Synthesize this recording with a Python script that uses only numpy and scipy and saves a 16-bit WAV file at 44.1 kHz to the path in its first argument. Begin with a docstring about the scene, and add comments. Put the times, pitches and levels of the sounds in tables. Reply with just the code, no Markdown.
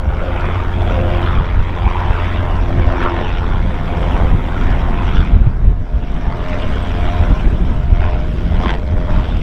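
"""Light propeller plane in strong wind

A four-cylinder engine drones: each firing passes a pulse of coloured noise and a short rattle.
The propeller adds sine tones locked to the firing rate, which waver in level and phase.
Wind is low noise that swells in gusts and thumps, with a brighter rush, driven into clipping.
A faint hiss lies beneath; damped rings make small ticks, and gliding sines a faint bird."""
import sys
import numpy as np
from scipy import signal
from scipy.io import wavfile
from scipy.ndimage import uniform_filter1d

SR = 44100
rng = np.random.default_rng(int(sys.argv[2]) if len(sys.argv) > 2 else 0)


def how_loud(loudness_db):
    """Turn decibels into a plain amplitude multiplier (0 dB gives 1, 20 dB gives 10)."""
    steps = np.asarray(loudness_db, float) / 20
    return 10 ** steps


def file_out(sig):
    """Save sig as 16-bit WAV at sys.argv[1]."""
    # one column per channel
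    cols = np.atleast_2d(sig).T
    # limit, then scale
    lim = np.clip(cols, -1, 1)
    pcm = np.round(lim * 32767).astype(np.int16)
    wavfile.write(sys.argv[1], SR, pcm)


N = 415422  # samples
TIME = np.arange(N) / SR  # s
# Source levels are in dB ahead of the gain in record(); colour tables hold relative levels.


def evened(x):
    """Normalisation: scales a signal to unit rms."""
    return x / np.sqrt(np.mean(x ** 2) + 1e-20)


def columns(rows, t=TIME):
    """Linear interpolation: reads every column of a curve table at the times t."""
    s, *values = np.transpose(rows)
    return [np.interp(t, s, v) for v in values]


def add(mix, s, sound):
    """Superposition: adds a sound to the mix from s seconds on."""
    part = mix[round(s * SR):][:len(sound)]
    part += sound[:len(part)]


def drift(rate_hz):
    """Random-phase sum: twelve slow sines up to rate_hz make a chance curve of unit rms."""
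    hz = np.geomspace(rate_hz / 15, rate_hz, num=12)[:, None]
    coarse = TIME[::256]
    waves = np.sin(2 * np.pi * (hz * coarse + rng.random((12, 1)))) / hz ** 0.38
    return np.interp(TIME, coarse, evened(waves.sum(0)))


def noise(colour, size, patchy_db, patch_hz, patch_s, shape_db=lambda t, hz: 0, beat=None, share=0):
    """Short-time spectral synthesis: random spectra shaped by a colour and by drifting loud patches."""
    hop = size // 4
    t = np.arange(N // hop + 5) * hop / SR
    hz = np.fft.rfftfreq(size, 1 / SR)[:, None]
    real, imaginary, patches = rng.standard_normal((len(t), len(hz), 3)).T
    for _ in range(2):
        patches = uniform_filter1d(patches, max(round(patch_hz * size / SR), 1), 0)
        patches = uniform_filter1d(patches, max(round(patch_s * SR / hop), 1), 1)
    colour_hz, colour_db = np.transpose(colour)
    field_db = np.interp(np.log(hz + 1), np.log(colour_hz + 1), colour_db, -120, -120)
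    field_db = field_db + patchy_db * evened(patches) + shape_db(t, hz)
    field = how_loud(field_db)
    # even out the field's power over 0.1 s, so that the caller sets the level
    field = field / np.sqrt(uniform_filter1d((field ** 2).mean(0), max(round(0.1 * SR / hop), 1)))
    source = real + 1j * imaginary
    if beat is not None:  # a repeating beat passes through the same patches
        padded = np.pad(beat, (0, 2 * size))
        beat = signal.stft(padded, nperseg=size, noverlap=size - hop)[2][:, :len(t)]
        source = source + share * beat / np.sqrt(np.mean(abs(beat) ** 2))
    return evened(signal.istft(source * field, nperseg=size, noverlap=size - hop)[1][:N])


# Firing rate, which is also the blade rate: time_s [s], rate_hz [Hz]
FIRING_RATE = [(0, 88.05), (1.3, 87.75), (2, 87.3), (2.8, 87.05), (3.6, 87.0), (4.3, 87.4), (7, 87.42),
               (9.42, 87.3)]


def firings():
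    """Phase is the integral of frequency: counts the firings since the start."""
    first_turn = -0.1  # parts of a firing
    return first_turn + np.cumsum(columns(FIRING_RATE)[0]) / SR


# Strength of the four cylinders in firing order: strength_db [dB]
CYLINDER_DB = [5.5, 4.9, 5, 0.5]
# Path through the air: time_s [s], scatter_db (filling of the gaps between puffs) [dB],
# early (early arrival) [parts of a firing]
AIR_PATH = [(0, 11, 0.0018), (1.0, 11, -0.0037), (1.5, 9, 0.07), (2.0, 10, 0.097), (2.6, 15, 0),
            (3.0, 7.5, -0.03), (3.5, 10, -0.25), (4.0, 13.5, -.3), (4.6, 14.5, -0.22), (5.2, 11, 0.033),
            (5.7, 18, 0.11), (6.5, 8.5, 0.075), (7.1, 12, .35), (7.7, 25, .2), (8.0, 7, 0.12),
            (8.4, 15, 0.057), (8.7, 2, 0.053), (9.1, 8.5, 0.087), (9.42, 15, 0.059)]


def cracks():
    """Impulse response: each firing excites a few milliseconds of rattle, slowly changing its pattern."""
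    path_wander = 0.0787  # moving air shifts the arrival, rms in parts of a firing
    pattern_rate_hz = 1.2  # fastest change from one rattle pattern to another
    turns = firings() + columns(AIR_PATH)[1] + 0.1481 + path_wander * drift(6.0)
    # the running maximum keeps the count from stepping back
    fired = np.diff(np.floor(np.maximum.accumulate(turns)), prepend=0)
    fired = fired * how_loud(np.array(CYLINDER_DB)[turns.astype(int) % 4])
    rattles = rng.standard_normal((3, 300)) * np.exp(-np.arange(300) / 90.0)  # decay in samples
    shares = np.array([drift(pattern_rate_hz) for _ in rattles])
    shares = shares / np.linalg.norm(shares, axis=0)
    return evened(signal.oaconvolve(fired * shares, rattles, axes=1).sum(0)[:N])


# Exhaust after moving air: time_s [s], level_db (bark) [dB], rasp_db (against bark) [dB],
# fizz_db (against bark) [dB], centre_hz (band the air favours) [Hz]
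EXHAUST = [(0.0, -33, -9, -27, 980), (.22, -29, -4, -26, 607), (0.44, -25, -5, -28.5, 1015),
           (.78, -30, -6, -27, 660), (0.92, -23, -10.5, -30, 578), (1.02, -28.5, -8, -29, 598),
           (1.2, -24, -9, -28, 750), (1.29, -24, -7.5, -30, 1310), (1.4, -27, -10, -28, 945),
           (1.66, -32.5, -4.5, -25, 917), (2.03, -23.5, -9, -28.5, 966), (2.3, -29, 0, -24, 873),
           (2.45, -25.5, -10.5, -30, 660), (2.62, -30, -6.5, -23.5, 724), (2.91, -25.5, -11.5, -27, 700),
           (3.03, -20.5, -9.5, -28, 1300), (3.085, -19, -14.5, -35, 960), (3.13, -24.5, -11, -29, 880),
           (3.23, -23, -10.5, -29.5, 780), (3.33, -31.5, -1.5, -20.5, 734), (3.49, -27, -11, -27, 1037),
           (3.65, -32, -6.5, -23.5, 678), (4.2, -24, -9, -27.5, 813), (4.35, -31, -7, -28, 737),
           (4.65, -28.5, -4.5, -22.5, 820), (4.95, -27.5, -9.5, -29, 894), (5.19, -30, -0.5, -18.5, 920),
           (5.33, -36, -3, -24, 787), (5.6, -38, -7.5, -24, 700), (5.75, -41.5, -11.5, -23.5, 647),
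           (6.15, -36, -5, -19.5, 700), (6.3, -30, -12.5, -24.5, 747), (6.56, -29.5, -3, -19, 650),
           (6.85, -30.5, -5, -20.5, 870), (7.26, -27.5, -6, -23, 804), (7.55, -34, -9, -21.5, 640),
           (7.9, -35.5, -6.5, -20.5, 737), (8.04, -27, -8.5, -26, 784), (8.3, -39, -4, -15.5, 680),
           (8.53, -34, -6, -20, 667), (8.62, -27, -8, -21, 810), (8.7, -26.5, -0.5, -22, 956),
           (8.74, -28.5, -9, -14, 800), (8.765, -32, -9, -26, 750), (8.81, -35, -11, -20, 697),
           (9.02, -33, -11.5, -24.5, 615), (9.13, -27.5, -9.5, -23.5, 824), (9.42, -35, -5, -19, 644)]
# Low part of a puff: pitch_hz [Hz], level_db [dB]
BARK_COLOUR = [(120, -10), (200, -7), (291, -24.5), (345, -5.5), (480, -10), (700, -13), (950, -13),
               (1700, -18), (2210, -25), (3740, -120)]
# Middle part of a puff: pitch_hz [Hz], level_db [dB]
RASP_COLOUR = [(900, -25.5), (1250, -8), (1500, -7.5), (1800, -19), (2200, -10.5), (2600, -15), (2900, -17),
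               (3250, -16), (3550, -19.5), (3800, -25), (4200, -37), (5000, -43)]
# Top part of a puff: pitch_hz [Hz], level_db [dB]
FIZZ_COLOUR = [(3000, 0.5), (3900, 0.5), (4400, 0.5), (5600, 0.5), (6100, -4), (6600, -11.5), (8300, -14),
               (9500, -27), (12000, -35)]
# Changing brightness of the rasp, pivoting near 2 kHz: time_s [s], tilt_db [dB per octave]
RASP_TILT = [(0, -4.5), (.8, 0), (1.3, 3.5), (2.4, 0), (3, 5.5), (4.5, 0), (5.2, 2), (5.6, -9), (6.1, 2.5),
             (7.5, 2.5), (8.6, 1), (9.42, 5.5)]


def exhaust():
    """Amplitude modulation: each firing gates noise into a puff; cylinders differ, no two puffs match."""
    puff_spread_db = 2.8  # chance from puff to puff, rms
    focus = 0.041  # loud moments deepen the favoured band, share per dB
    level_db, rasp_db, fizz_db, _ = columns(EXHAUST)
    scatter_db, early = columns(AIR_PATH)
    turns = firings() + early + 1.5
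    count = turns.astype(int)
    puff = abs(np.sin(np.pi * turns)) ** 1.2 * how_loud(np.array(CYLINDER_DB)[count % 4])
    blur = how_loud(scatter_db)

    def favoured(t, hz):
        """Band emphasis: a bell on a logarithmic frequency scale, deeper when loud."""
        loud_db, *_, centre_hz = columns(EXHAUST, t)
        bell = np.exp(-(np.log((hz + 1) / centre_hz) / 0.36) ** 2)
        return 6.5 * (1 + focus * (loud_db + 26.5)) * bell

    def tilted(t, hz):
        """Spectral tilt: a straight slope per octave about 2 kHz."""
        return columns(RASP_TILT, t)[0] * np.log2((hz + 1) / 2000)

    def pulsed(sound, fill):
        """Gating: puffs stand on a floor of scattered sound, at an even mean power."""
        chance = how_loud(puff_spread_db * rng.standard_normal(N // 400)[count])
        gate = fill * blur + puff * chance
        return sound * gate / np.sqrt(uniform_filter1d(gate ** 2, size=8000))

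    rattle = cracks() / blur ** 0.56  # scattering breaks up the repeats
    bark = noise(BARK_COLOUR, size=1024, patchy_db=2.5, patch_hz=150.3, patch_s=0.06,
                 shape_db=favoured, beat=rattle, share=0.29)
    rasp = noise(RASP_COLOUR, size=512, patchy_db=3.0, patch_hz=250, patch_s=0.036,
                 shape_db=tilted, beat=rattle, share=0.19)
    fizz = noise(FIZZ_COLOUR, size=256, patchy_db=3.0, patch_hz=597, patch_s=0.02,
                 beat=rattle, share=0.21)
    puffs = pulsed(bark, 0.39)
    puffs = puffs + how_loud(rasp_db) * pulsed(rasp, 0.54)
    puffs = puffs + how_loud(fizz_db) * pulsed(fizz, 0.38)
    return how_loud(level_db) * puffs


# Strongest tones, by multiple of the firing rate, rms before chance sway: time_s [s],
# 1st_db, 3rd_db, 4th_db, 6th_db, 7th_db, 8th_db [dB]
STRONG_TONES = [(0.05, -59, -59, -55, -34.5, -40.5, -57), (0.3, -23, -43, -35.5, -33.5, -44, -61),
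                (0.6, -20.5, -42, -32.5, -49, -49, -57), (0.9, -19, -60, -38.5, -34, -36, -54),
                (1.15, -21, -52, -28, -31, -37, -29), (1.45, -23, -52, -45, -44, -55, -61),
                (1.8, -25.5, -67, -42, -60, -53.0, -51), (2.2, -21, -34.5, -37, -46, -36, -41),
                (2.6, -22, -36.5, -38, -53, -43, -59), (3.0, -26.5, -31, -26.5, -42, -59, -50),
                (3.3, -26.5, -35.5, -35, -54.0, -49, -42), (3.7, -26, -42.5, -58, -41, -48, -40.5),
                (4.2, -25.5, -41.5, -45, -45, -58, -41), (4.6, -27.5, -32.5, -38.5, -64, -57, -42),
                (5.0, -58, -36.5, -41, -64, -61, -38), (5.4, -25, -46.5, -58, -57, -60, -44.5),
                (5.8, -43, -54, -55.0, -59, -47.5, -49), (6.2, -41, -41, -45, -57, -46, -41),
                (6.5, -26, -32.5, -40.0, -55, -31.5, -46), (6.85, -27.5, -38.5, -51, -57, -38.5, -39),
                (7.2, -26.5, -35, -35, -45, -37, -34.5), (7.6, -60, -41, -60, -59, -44, -47.5),
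                (8.1, -59, -53, -52, -58, -35, -35), (8.4, -55, -40, -37, -52, -43, -56),
                (8.7, -50, -57, -50, -53, -28, -49), (8.84, -33, -55, -48, -54, -41, -49),
                (9.0, -28, -39, -50, -40, -34, -39), (9.35, -60, -51, -40.5, -46, -43, -53)]
# Weaker tones: multiple [firing rates], level_db (against the smoothed exhaust level) [dB]
FAINT_TONES = [(2, -18), (5, -17), (10.5, -17.5), (11, -22), (12, -17.5)]


def propeller():
    """Additive synthesis: tones locked to the blade rate, wavering in level and phase through eddies."""
    flutter = 0.32  # small eddies blur the phase, rms radians at the first multiple
    sway_db = 1.2  # chance in level, rms at the first multiple
    angle = 2 * np.pi * firings()
    strong = zip((1, 3, 4, 6, 7, 8), columns(STRONG_TONES))
    exhaust_db = uniform_filter1d(columns(EXHAUST)[0], size=4000)
    faint = [(multiple, db + exhaust_db) for multiple, db in FAINT_TONES]
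    out = np.zeros(N)
    for multiple, db in [*strong, *faint]:
        waver = 0.18 * multiple * drift(9.0) + flutter * np.sqrt(multiple) * drift(40)
        waver = waver + 2 * np.pi * rng.random()
        level_db = db + sway_db * np.sqrt(multiple) * drift(15)
        out += np.sqrt(2) * how_loud(level_db) * np.sin(multiple * angle + waver)
    return out


# Wind on the microphone between thumps: time_s [s], buffet_db [dB], rush_db [dB]
GUSTS = [(0, -17, -30.5), (.55, -18.5, -31), (1.0, -16, -23.5), (1.5, -17, -29), (1.76, -21.5, -29),
         (2.0, -17, -35.5), (2.2, -19, -32.5), (2.8, -12.5, -24.5), (3.1, -20.5, -34.5), (3.6, -12.5, -24),
         (3.7, -15.5, -22.5), (3.8, -20.5, -25), (4.25, -11.5, -23), (4.5, -19, -26), (5.0, -12.5, -24.5),
         (5.3, -17, -24.5), (5.6, -15.5, -30), (5.9, -24, -33.5), (6.5, -18.5, -25.5), (7.0, -16.5, -27.5),
         (7.6, -18, -26), (8.0, -11.5, -27.5), (8.37, -18, -24), (8.85, -17.5, -28), (9.42, -18, -25.5)]
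# Single eddies, added to the buffet as power: centre_s [s], level_db (peak of the power) [dB],
# length_s (full width at 1/e of the power) [s]
THUMPS = [(0.077, -10, 0.022), (1.376, -12, 0.072), (1.586, -10, 0.071), (1.857, -10, 0.06),
          (2.104, -9, 0.026), (2.885, -8.5, 0.025), (3.032, -11.5, 0.034), (4.338, -7.5, 0.036),
          (4.68, -11.5, 0.12), (5.087, -13.5, 0.018), (5.184, -6, 0.049), (5.351, -1.5, 0.031),
          (5.415, -7.5, 0.034), (5.471, 0, 0.013), (5.655, -5, 0.026), (5.688, -5.5, 0.06),
          (5.809, -14, 0.049), (5.959, -12.5, 0.051), (6.035, -9, 0.014), (6.145, -14, 0.074),
          (6.27, -13.5, 0.041), (6.694, -13, 0.073), (7.057, -10.5, 0.049), (7.216, -6.5, 0.027),
          (7.312, -2.5, 0.029), (7.464, -5, 0.032), (7.529, -9.5, 0.037), (7.648, -11, 0.078),
          (7.731, -10.5, 0.05), (7.924, -3, 0.022), (8.56, -13.5, .2), (8.964, -14.5, 0.089),
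          (9.154, -9.5, 0.079), (9.356, -14, 0.065)]
# Low noise of the eddies: pitch_hz [Hz], level_db [dB]
BUFFET_COLOUR = [(3, -9.5), (15, -1.5), (30, 1), (55, -2), (80, -6.5), (130, -20), (200, -45)]
# Brighter noise above the eddies: pitch_hz [Hz], level_db [dB]
RUSH_COLOUR = [(90, -23), (130, 0.5), (200, -3), (330, -13.5), (600, -24.5), (1500, -34), (4000, -43.5)]


def wind():
    """Turbulent pressure noise: eddies thump the microphone, and a brighter rush rides on them."""
    quicken = 0.18  # stronger eddies pass faster: dB per octave of tilt for each dB of strength
    rush_follows = 0.6  # power of a thump's rise in amplitude that the rush takes along
    buffet_db, rush_db = columns(GUSTS)
    power = how_loud(buffet_db) ** 2
    for s, db, length in THUMPS:
        power = power + how_loud(db) ** 2 * np.exp(-(2 * (TIME - s) / length) ** 2)
    strength_db = 10 * np.log10(uniform_filter1d(power, size=4000))

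    def tilt(t, hz):
        """Frozen turbulence: faster eddies sound higher, so strength tilts the spectrum upward."""
        return quicken * (np.interp(t, TIME, strength_db) + 14.0) * np.log2(np.clip(hz, 10, 200) / 45)

    eddies = noise(BUFFET_COLOUR, size=4096, patchy_db=2.0, patch_hz=25, patch_s=0.06, shape_db=tilt)
    # the gust sets the strength, so slow chance swings of the eddies are evened out
    swings = uniform_filter1d(uniform_filter1d(eddies ** 2, size=2000), size=2000)
    eddies = eddies / (swings + 0.01) ** 0.36
    rush = noise(RUSH_COLOUR, size=1024, patchy_db=2.0, patch_hz=90, patch_s=0.03)
    rise = np.sqrt(power) / how_loud(buffet_db)
    return np.sqrt(power) * evened(eddies) + how_loud(rush_db) * rise ** rush_follows * rush


# Thin hiss of varying level: time_s [s], level_db [dB]
HISS = [(0.0, -65.5), (0.97, -59), (1.3, -61), (1.4, -65.5), (1.85, -63), (2.46, -61.5), (3.15, -67),
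        (3.83, -63), (4.07, -60), (5.11, -62.5), (5.43, -69), (5.82, -71), (6.69, -63.5), (7.03, -60),
        (7.5, -62.5), (8.2, -69.5), (8.3, -62.5), (8.84, -67), (9.42, -63.5)]
# Colour of the hiss: pitch_hz [Hz], level_db [dB]
HISS_COLOUR = [(4000, -3), (7000, 0), (10000, -5.5), (16000, -6)]


def hiss():
    """Stationary random noise: a smooth treble band under a slow level curve."""
    return how_loud(columns(HISS)[0]) * noise(HISS_COLOUR, size=512, patchy_db=2.0, patch_hz=1530, patch_s=0.05)


# Small ticks close to the microphone: start_s [s], level_db (peak) [dB], pitch_hz [Hz],
# width_hz (bandwidth) [Hz]
TICKS = [(1.1268, -57, 7480, 1500), (2.255, -34, 6500, 5500), (3.037, -26, 6560, 7000),
         (4.706, -32.5, 6650, 5500), (5.248, -41, 7840, 900), (5.683, -37, 9000, 7000),
         (8.6226, -34.5, 6510, 6000), (8.947, -42, 8150, 6000), (9.375, -48, 7200, 3500)]


def ticks():
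    """Damped resonance: a very short ring decays faster the wider its band."""
    out, t = np.zeros(N), np.arange(0, 0.004, 1 / SR)
    for s, db, hz, width in TICKS:
        ring = np.exp(-np.pi * width * t) * np.cos(2 * np.pi * hz * t)
        add(out, s, how_loud(db) * ring)
    return out


# Bird notes: start_s [s], level_db (peak) [dB], base_hz (the glide runs from 70 above to 230 below) [Hz]
PEEPS = [(6.145, -67, 7920), (6.484, -61, 8030), (6.604, -55, 8050), (6.709, -59, 8060), (6.821, -53, 8050),
         (7.39, -64, 7850), (7.495, -58, 8000), (7.612, -64, 8050), (7.728, -58, 8100), (8.63, -65, 8050),
         (8.735, -63, 8030), (8.844, -63, 8110), (8.959, -60, 8100)]


def bird():
    """Frequency modulation: short thin sine notes whose pitch slides down most steeply at the end."""
    out, t = np.zeros(N), np.arange(0, 0.022, 1 / SR)
    envelope = signal.windows.tukey(len(t), 0.35)
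    for s, db, hz in PEEPS:
        pitch_hz = hz + 70 - 300 * (t / t[-1]) ** 2.5
        add(out, s, how_loud(db) * envelope * np.sin(2 * np.pi * np.cumsum(pitch_hz) / SR))
    return out


def scene():
    """Linear superposition: the sources sum into one channel."""
    return (exhaust() + propeller() + wind() + hiss() + ticks() + bird())[None]


def top_cut(x):
    """Nothing passes above the cut-off."""
    return signal.sosfilt(signal.butter(12, 15790, fs=SR, output="sos"), x)


def record(dry):
    """Saturation: the strongest gusts bend over a knee into full scale and clip."""
    bent = 1.08 * dry / (1 + abs(dry) ** 9) ** (1 / 9)
    bent = bent * np.minimum((N - np.arange(N)) / 100, 1)  # soft ending over 100 samples
    return top_cut(np.clip(bent, -1, 1))


dry = scene()
out = record(dry)
file_out(out)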